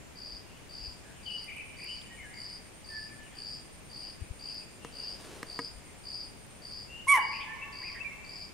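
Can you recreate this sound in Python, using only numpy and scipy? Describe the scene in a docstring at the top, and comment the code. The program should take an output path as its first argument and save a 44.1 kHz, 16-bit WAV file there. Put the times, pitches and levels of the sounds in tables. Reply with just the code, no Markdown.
"""Deer alarm in a dry forest

A spotted deer gives one sharp yelp that breaks hoarse, and the trees throw it back for a second.
A cricket chirps twice a second, a bush cricket shuffles higher up, a thin insect buzz comes and goes,
far birds whistle. Close by, a hand knocks and rubs on a microphone's housing; a few dry leaves tick."""
import sys
import numpy as np
from scipy import signal
from scipy.fft import rfft, irfft
from scipy.io import wavfile

SR = 44100
rng = np.random.default_rng(int(sys.argv[2]) if len(sys.argv) > 2 else 0)


def log_audio(samples):
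    """Write samples as a 16-bit WAV file to the path given in sys.argv[1]."""
    # one column per channel
    frames = np.atleast_2d(samples).T
    # limit to full scale, then quantise
    limited = np.clip(frames, -1, 1)
    pcm = np.round(limited * 32767).astype(np.int16)
    wavfile.write(sys.argv[1], SR, pcm)


N = 376173
TIME = np.arange(N) / SR


def deer():
    """Vocal folds squeal in a clean arch, then the voice breaks and turns hoarse as the pitch sags."""
    # The throat's response to overtones. Each row: frequency in Hz, level in dB against the octave.
    throat = [(2300, -24), (3400, -29.5), (4500, -37), (5700, -38), (6800, -40), (9000, -32), (11000, -29),
              (13000, -45)]
    # The colour of air rasping in the throat. Each row: frequency in Hz, relative level in dB.
    rasp_colour = [(500, -14), (1000, 4), (1900, 10), (3000, 3), (4200, -4.5), (5800, 8), (7800, -3),
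                   (9000, 6), (11300, 9.5), (13000, -9.5), (15000, -30.5)]
    start_s, break_s, end_s = 7.068, 7.128, 7.21
    plateau_hz, scoop_hz, scoop_s, sag_hz_per_s = 1135, 160, .011, 4800
    swell_db_per_s, fade_db_per_s, octave_fade_db_per_s = 270, 155, 237
    until_break = np.maximum(break_s - TIME, 0)
    broken_s = np.minimum(since(break_s), end_s - break_s)
    hz = plateau_hz - scoop_hz * np.exp(-since(start_s) / scoop_s) - sag_hz_per_s * broken_s
    hoarse = np.minimum(17 * broken_s, .77)
    fundamental_gain = from_db(-21 - swell_db_per_s * until_break - fade_db_per_s * broken_s)
    fundamental_gain *= gate(start_s, end_s, attack=.0045, release=.028)
    octave_gain = from_db(-20.5 - octave_fade_db_per_s * broken_s)
    octave_gain *= gate(start_s, end_s, attack=.027, release=.02) ** 2
    # Slack folds beat unevenly, in both period and strength.
    hz *= 1 + (.003 + .07 * hoarse) * wander(TIME, 900)
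    flutter = from_db(4 * hoarse * wander(TIME, 260) - 1.5 * hoarse)
    fundamental = flutter * fundamental_gain * tone(hz)
    octave = flutter * octave_gain * tone(2 * hz + 170 * hoarse * wander(TIME, 1200))
    overtones = octave_gain * sum(from_db(curve(throat, k * hz)) * tone(k * hz) for k in range(3, 12))
    # Air escapes once in each cycle of the folds.
    rasp_gain = from_db(-43 + 2.3 * wander(TIME, 370)) * gate(start_s, end_s, attack=.022, release=.06)
    rasp = rasp_gain * noise(rasp_colour) * (1 + .47 * tone(hz))
    whistle = deer_whistle(hz, start_s=7.077, end_s=break_s + .006)
    edge = (overtones + whistle) * (1 + .36 * wander(TIME, 400)) + rasp
    direct = pan(fundamental, 1) + pan(octave + edge, -6)
    # The squeal is beamed straight ahead; the lower, hoarse end spreads wider among the trees.
    spread = (fundamental + octave) * from_db(-1.5 + 3 * hoarse)
    echoes = forest(spread, gap=.023, near_db=-5, near_t60=.46,
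                    far_db=-11, far_t60=2.68, dull_hz=3500, alike=.5)
    bright_echoes = forest(edge, gap=.006, near_db=-9, near_t60=.22,
                           far_db=-11, far_t60=.6, dull_hz=6000, alike=.1)
    return direct + echoes + bright_echoes


def deer_whistle(fold_hz, start_s, end_s):
    """A thin second voice drops onto its pitch; the folds chop it, adding a sideband on either side."""
    settled_hz, drop_hz, drop_s = 8790, 850, .0129
    hz = settled_hz + drop_hz * np.exp(-since(start_s) / drop_s)
    gain = from_db(-35.5) * gate(start_s, end_s, attack=.009, release=.011)
    return gain * tone(hz + 70 * wander(TIME, 720)) * (1 + .41 * tone(fold_hz))


def cricket():
    """Each wing stroke is a short falling tone; the strokes quicken and fall farther through a chirp."""
    # The chirps. Each row: start in seconds, relative level in dB.
    chirps = [(.151, -45), (.689, -44.5), (1.226, -45.5), (1.765, -45), (2.335, -44.5), (2.838, -44),
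              (3.348, -44), (3.893, -45), (4.389, -43.5), (4.919, -43.5), (5.462, -44.5), (6.033, -42.5),
              (6.615, -44.5), (7.186, -45), (7.721, -44.5), (8.241, -46)]
    chirp_s, swell_s, release_s = .26, .032, .055
    t = TIME[:int(chirp_s * SR)]
    strokes_per_s = np.interp(t, [.09, .12], [66, 107])
    fall_hz = np.interp(t, [0, .12], [560, 1050])
    wing_hz = 4700 + 550 * t
    swell_db = -14 * (np.exp(-t / swell_s) + np.maximum(1 - (chirp_s - t) / release_s, 0))
    song = np.zeros(N)
    for start, db in chirps:
        stroke = np.cumsum(strokes_per_s * (1 + .06 * wander(t, 41.8))) / SR % 1
        grip = np.sin(np.pi * stroke) ** 2.2
        # The teeth of the file catch unevenly.
        hz = wing_hz + fall_hz * (.5 - stroke) + 120 * wander(t, 900)
        catch_db = 2.8 + 1.8 * wander(t, 100) + 2.1 * wander(t, 600)
        add(song, start, from_db(db + swell_db + catch_db) * grip * tone(hz))
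    song = band(song, 4400, 5300)  # the wing's resonance
    echoes = forest(song, gap=.002, near_db=-3.5, near_t60=.08,
                    far_db=-7, far_t60=.55, dull_hz=9000, alike=.1)
    return pan(song, 3) + echoes


def birds():
    """Gliding whistles, some harsh, heard through much wood."""
    # The bird notes. Each row: start in seconds, length in seconds, first and last pitch in Hz,
    # level in dB, left over right in dB, roughness from 0 to 1.
    notes = [(1.026, .12, 1900, 1580, -59, 0, .65), (1.253, 0.062, 3120, 2950, -45, 15, .25),
             (1.268, .09, 2650, 2700, -55, 12, 0.43), (1.285, .11, 2950, 2944, -41, 4, .12),
             (1.464, 0.091, 2100, 2457, -45.5, 6, 0.64), (1.538, .1, 2350, 2430, -44, 0, 0.59),
             (1.77, 0.14, 2280, 2450, -49.5, 2.5, 0.74), (1.87, .085, 2870, 3010, -43, 4, 0.18),
             (2.093, .07, 1880, 1884, -53.5, -4, .18), (2.171, 0.07, 2300, 2064, -49, 5, .4),
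             (2.225, 0.064, 1810, 1670, -52.5, 6.5, 0.27), (2.28, .14, 2000, 2130, -54, 2.5, 0.65),
             (2.89, .138, 1797, 1730, -45.5, -6, 0.09), (3.294, .12, 2260, 1650, -62, -2.5, .7),
             (4.448, .092, 2950, 2600, -60.5, 7, .7), (4.593, .063, 2692, 2545, -58, 5, .35),
             (4.805, 0.09, 3000, 2630, -58.5, 8.5, 0.27), (4.987, 0.098, 2860, 2820, -60, 11, 0.41),
             (6.876, .17, 2646, 2890, -48.5, 4, .2), (7.102, .094, 3000, 2900, -43, 14, .15),
             (7.193, 0.052, 2920, 2920, -41, -2, 0.12), (7.32, .07, 2400, 2520, -44, 8, .5),
             (7.37, .084, 2750, 3150, -53, 7, 0.75), (7.391, 0.049, 2360, 2520, -42, 1, .38),
             (7.459, .11, 1705, 1800, -44.5, -5, .13), (7.614, .037, 2650, 2696, -40, 7, 0.16),
             (7.82, 0.05, 1494, 2600, -45, -3.5, .47), (7.861, .05, 2550, 2296, -43, 3, 0.54),
             (7.939, .054, 2150, 1857, -46, -4, .6), (8.001, .028, 2570, 2670, -38.5, 10, 0.07),
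             (8.04, 0.051, 2370, 2327, -39, -11, 0.11), (8.09, 0.065, 2283, 2140, -47.5, -3, .19)]
    direct, song = np.zeros((2, N)), np.zeros(N)
    for start, length, first_hz, last_hz, db, side_db, rough in notes + far_notes():
        t = TIME[:int(length * SR)]
        progress = t / t[-1]
        glide = last_hz + (first_hz - last_hz) * (1 - progress) ** 1.8  # fast at first, then settling
        hz = glide * (1 + .13 * rough * wander(t, 650))
        swell = np.abs(np.sin(np.pi * progress)) ** .8 * from_db(4 * rough * wander(t, 180))
        note = from_db(db) * swell * tone(hz)
        add(direct, start, pan(note, side_db))
        add(song, start, note)
    return direct + forest(song, gap=.012, near_db=-6, near_t60=.27,
                           far_db=-3, far_t60=1.65, dull_hz=5030, alike=.2)


def far_notes(per_s=2.5, low_hz=2200, high_hz=3403, length_s=.13, db=-65, side_db=5, rough=.6):
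    """Rows of faint falling notes for farther birds, at random times and pitches."""
    notes = rng.uniform([0, low_hz], [N / SR, high_hz], (int(per_s * N / SR), 2))
    return [(start, length_s, hz, .87 * hz, db, side_db, rough) for start, hz in notes]


def hand_knocks():
    """Each knock cracks and rings the housing, favouring the modes near the pitch of the touch."""
    # The knocks. Each row: start in seconds, relative level in dB, ring time multiplier,
    # frequency most excited by the touch in Hz.
    knocks = [(4.8471, -28.5, 0.91, 700), (5.429, -24, 0.71, 1600), (5.59, -22.5, 1.57, 1050)]
    # The housing's modes. Each row: frequency in Hz, relative level in dB, seconds to fall 60 dB.
    modes = [(146, -7.5, .05), (281, -5, .06), (467, -9.5, 0.088), (690, -13.5, 0.023), (995, -6, 0.023),
             (1240, -8.5, .03), (1650, -8.5, 0.024), (1904, -7, 0.025), (2200, -8.5, 0.026),
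             (2840, -11.5, 0.017)]
    out, t = np.zeros(N), TIME[:SR // 5]
    attack = 1 - np.exp(-t / .00049)
    for start, db, ring, touch_hz in knocks:
        body = np.zeros(len(t))
        for k, (hz, mode_db, t60) in enumerate(modes):
            struck_db = mode_db - 3.7 * abs(np.log2(hz / touch_hz))
            body += (-1) ** k * from_db(struck_db - 60 * t / (t60 * ring)) * np.sin(2 * np.pi * hz * t)
        crack = band(rng.standard_normal(len(t)), 900, 8000) * from_db(-7 - 60 * t / .018)
        add(out, start, from_db(db) * (body + crack) * attack)
    return pan(out, .61)


def hand_bumps():
    """Soft bumps rock the housing: low thuds, well to the left."""
    # The bumps. Each row: centre in seconds, frequency in Hz, level in dB, half-width in seconds.
    bumps = [(.345, 53.6, -49.5, 0.016), (.83, 45, -46, 0.019), (.885, 60, -45, 0.011),
             (4.224, 81, -34, 0.0082), (4.312, 66.2, -32.5, 0.0058), (5.77, 49, -47, .025)]
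    thuds = np.zeros(N)
    for centre, hz, db, width in bumps:
        t = TIME - centre
        thuds += from_db(db) * np.exp(-(t / width) ** 2) * np.cos(2 * np.pi * hz * t)
    return pan(thuds, 14.4)


def hand_rub():
    """The hand slides over the housing with a grainy hiss."""
    # The rub's swell. Each row: time in seconds, level in dB.
    swell = [(4.7, -80), (4.87, -61), (5.18, -55), (5.26, -49.5), (5.39, -51.5), (5.46, -58), (5.62, -59),
             (5.85, -80)]
    # The rub's colour. Each row: frequency in Hz, relative level in dB.
    colour = [(150, -2), (400, 4), (800, -3.5), (1400, -5.5), (2200, -8.5), (4000, -9), (7000, -13),
              (12000, -20.5), (15000, -35)]
    grain_db = 1.3 * wander(TIME, 70) + 1.8 * wander(TIME, 700)
    return pan(from_db(curve(swell, TIME) + grain_db) * noise(colour), .61)


def leaves():
    """Dry leaves snap with tiny bright ticks."""
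    # The ticks. Each row: start in seconds, level before filtering in dB, pitch of the band in Hz.
    ticks = [(1.444, -37, 10400), (1.567, -43, 10500), (1.843, -37.5, 10490), (2.016, -31, 3400),
             (4.545, -40, 11000), (6.465, -48, 11000)]
    out, t = np.zeros(N), TIME[:SR // 20]
    for start, db, hz in ticks:
        snap = rng.standard_normal(len(t)) * from_db(db - 60 * t / .012)
        add(out, start, band(snap, hz * .84, hz * 1.12))
    return pan(out, -2)


def bush_cricket():
    """Short phrases of quick downward scrapes, over the blurred hiss of others farther off."""
    # The singer's pace. Each row: time in seconds, phrases per second.
    tempo = [(1.5, 8.39), (3, 8.07), (4, 8.26), (6.9, 7.4)]
    # The singer's effort. Each row: time in seconds, relative level in dB.
    effort = [(0, -83), (1.4, -60.5), (6.7, -60.5), (6.95, -73), (8, -74), (8.53, -67)]
    strokes_per_s, wing_hz, fall_hz = 123, 8900, 1300
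    phrase = (.365 + np.cumsum(curve(tempo, TIME)) / SR) % 1  # opens part way through a phrase
    swell = np.clip(np.sin(np.pi * phrase) * 1.56, .5, 1) ** 2
    stroke = np.cumsum(strokes_per_s * (1 + .036 * wander(TIME, 30))) / SR % 1
    hz = wing_hz + fall_hz * (.5 - stroke) + 220 * wander(TIME, 2500)
    scrape = tone(hz) * np.sin(np.pi * stroke) ** 2
    song = from_db(curve(effort, TIME) - 3.5 + 1.2 * wander(TIME, 100)) * rms_one(swell * scrape)
    echoes = forest(song, gap=.002, near_db=-3, near_t60=.06,
                    far_db=-5, far_t60=.4, dull_hz=12000, alike=0)
    others = from_db(-68.5) * rms_one(band(rng.standard_normal((2, N)), 8600, 9100))
    return pan(song + echoes + others, -2.1)


def insect_buzz():
    """A far insect's narrow hiss, growing slowly and stopping short."""
    # The buzzes. Each row: start in seconds, end in seconds, fullest level in dB.
    buzzes = [(-.3, .12, -64.5), (.65, 1.28, -67.5), (1.798, 2.48, -65), (2.981, 3.66, -67),
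              (4.201, 4.85, -68), (5.4, 6.025, -68), (6.7, 7.304, -67), (8.047, 8.52, -67)]
    gain = sum(from_db(db) * np.interp(TIME, [on - .1, on + .13, off - .05, off + .05], [0, .84, 1, 0])
               for on, off, db in buzzes)
    hiss = rms_one(band(rng.standard_normal((2, N)), 7050, 7500))
    return pan(gain * hiss, -2)


def forest(x, gap, near_db, near_t60, far_db, far_t60, dull_hz, alike):
    """Echoes only, gap seconds late: near trunks scatter briefly, deep wood answers long and dull."""
    t = TIME[:2 * SR]
    mid, side = rng.standard_normal((2, 2, 1, len(t)))
    near, far = np.sqrt((1 + alike) / 2) * mid + np.sqrt((1 - alike) / 2) * side * [[1], [-1]]
    near = rms_one(near * from_db(-60 * t / near_t60))
    far = band(rms_one(far * from_db(-60 * t / far_t60)), 220, dull_hz)
    response = (from_db(near_db) * near + from_db(far_db) * far) / np.sqrt(len(t))
    out = np.zeros((2, N))
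    add(out, gap, signal.fftconvolve(x[None], response, axes=1))
    return out


def air(level_db):
    """The soft, steady hush of the forest: a wide bed whose rumble leans left."""
    # The hush's colour. Each row: frequency in Hz, relative level in dB.
    colour = [(20, -7), (50, -1), (100, -4), (200, -5.5), (400, -10.5), (800, -14.5), (1400, -19),
              (2400, -17), (3800, -24.5), (6500, -25), (8800, -27), (10500, -29), (13000, -34),
              (15700, -38.5)]
    # How alike the two ears are. Each row: frequency in Hz, correlation from -1 to 1.
    likeness = [(60, -0.04), (125, 0.3), (250, 0), (600, 0.26), (2000, 0.13), (5000, 0.08), (12000, -0.28)]
    # Where the hush leans. Each row: frequency in Hz, left over right in dB.
    balance = [(50, 5), (125, 1.5), (300, 2.5), (2000, 0), (4000, 1.5), (6500, 0), (11000, -1)]
    mid, side = rfft(rng.standard_normal((2, N)))
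    alike, ears = per_bin(likeness), np.array([[1], [-1]])
    spectrum = np.sqrt(1 + alike) * mid + np.sqrt(1 - alike) * side * ears
    spectrum *= from_db(per_bin(colour) + ears * per_bin(balance) / 2)
    return from_db(level_db) * rms_one(irfft(spectrum, N))


def from_db(db):
    """Decibels to gain."""
    return 10 ** (np.asarray(db) / 20)


def rms_one(x):
    """Scale to rms 1."""
    return x / np.sqrt(np.mean(x ** 2) + 1e-20)


def curve(rows, at):
    """Read a two-column table along straight lines."""
    return np.interp(at, *np.transpose(rows))


def per_bin(points):
    """A table over log frequency, read at every spectral bin."""
    hz, value = np.transpose(points)
    return np.interp(np.log(np.fft.rfftfreq(N, 1 / SR) + 1), np.log(hz), value)


def noise(colour):
    """Noise of a given colour, rms 1."""
    return rms_one(irfft(rfft(rng.standard_normal(N)) * from_db(per_bin(colour)), N))


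def wander(t, rate):
    """Random drift with rate turns a second, spread about 1."""
    position = (t - t[0]) * rate
    count = int(position[-1]) + 2
    return np.interp(position, np.arange(count), rng.standard_normal(count))


def band(x, low_hz, high_hz):
    """Band-pass."""
    return signal.sosfilt(signal.butter(2, [low_hz, high_hz], "band", fs=SR, output="sos"), x)


def tone(hz):
    """A sine of rms 1 that follows a pitch."""
    return np.sqrt(2) * np.sin(2 * np.pi * np.cumsum(hz) / SR)


def gate(start, end, attack, release):
    """Smooth attack, hold, smooth release; times in seconds."""
    rise, fall = np.clip((TIME - start) / attack, 0, 1), np.clip((end - TIME) / release, 0, 1)
    return (np.sin(np.pi / 2 * rise) * np.sin(np.pi / 2 * fall)) ** 2


def since(moment):
    """Seconds gone by since a moment, zero before it."""
    return np.maximum(TIME - moment, 0)


def pan(x, side_db):
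    """Place a sound by its level left over right."""
    return x * from_db(np.array([[side_db], [-side_db]]) / 2)


def add(out, start_s, x):
    """Mix x into out from start_s on."""
    i = round(start_s * SR)
    out[..., i:i + x.shape[-1]] += x[..., :max(N - i, 0)]


def scene():
    """The yelp among insects and birds, with the hand and leaves up close and the hush beneath."""
    animals = deer() + cricket() + bush_cricket() + insect_buzz() + birds()
    hand = hand_knocks() + hand_bumps() + hand_rub()
    return animals + hand + leaves() + air(level_db=-50.5)


def record(dry, cutoff_hz=15700):
    """A steep low-pass takes off the very top."""
    return signal.sosfilt(signal.ellip(12, .1, 90, cutoff_hz, fs=SR, output="sos"), dry)


dry = scene()
out = record(dry)
log_audio(out)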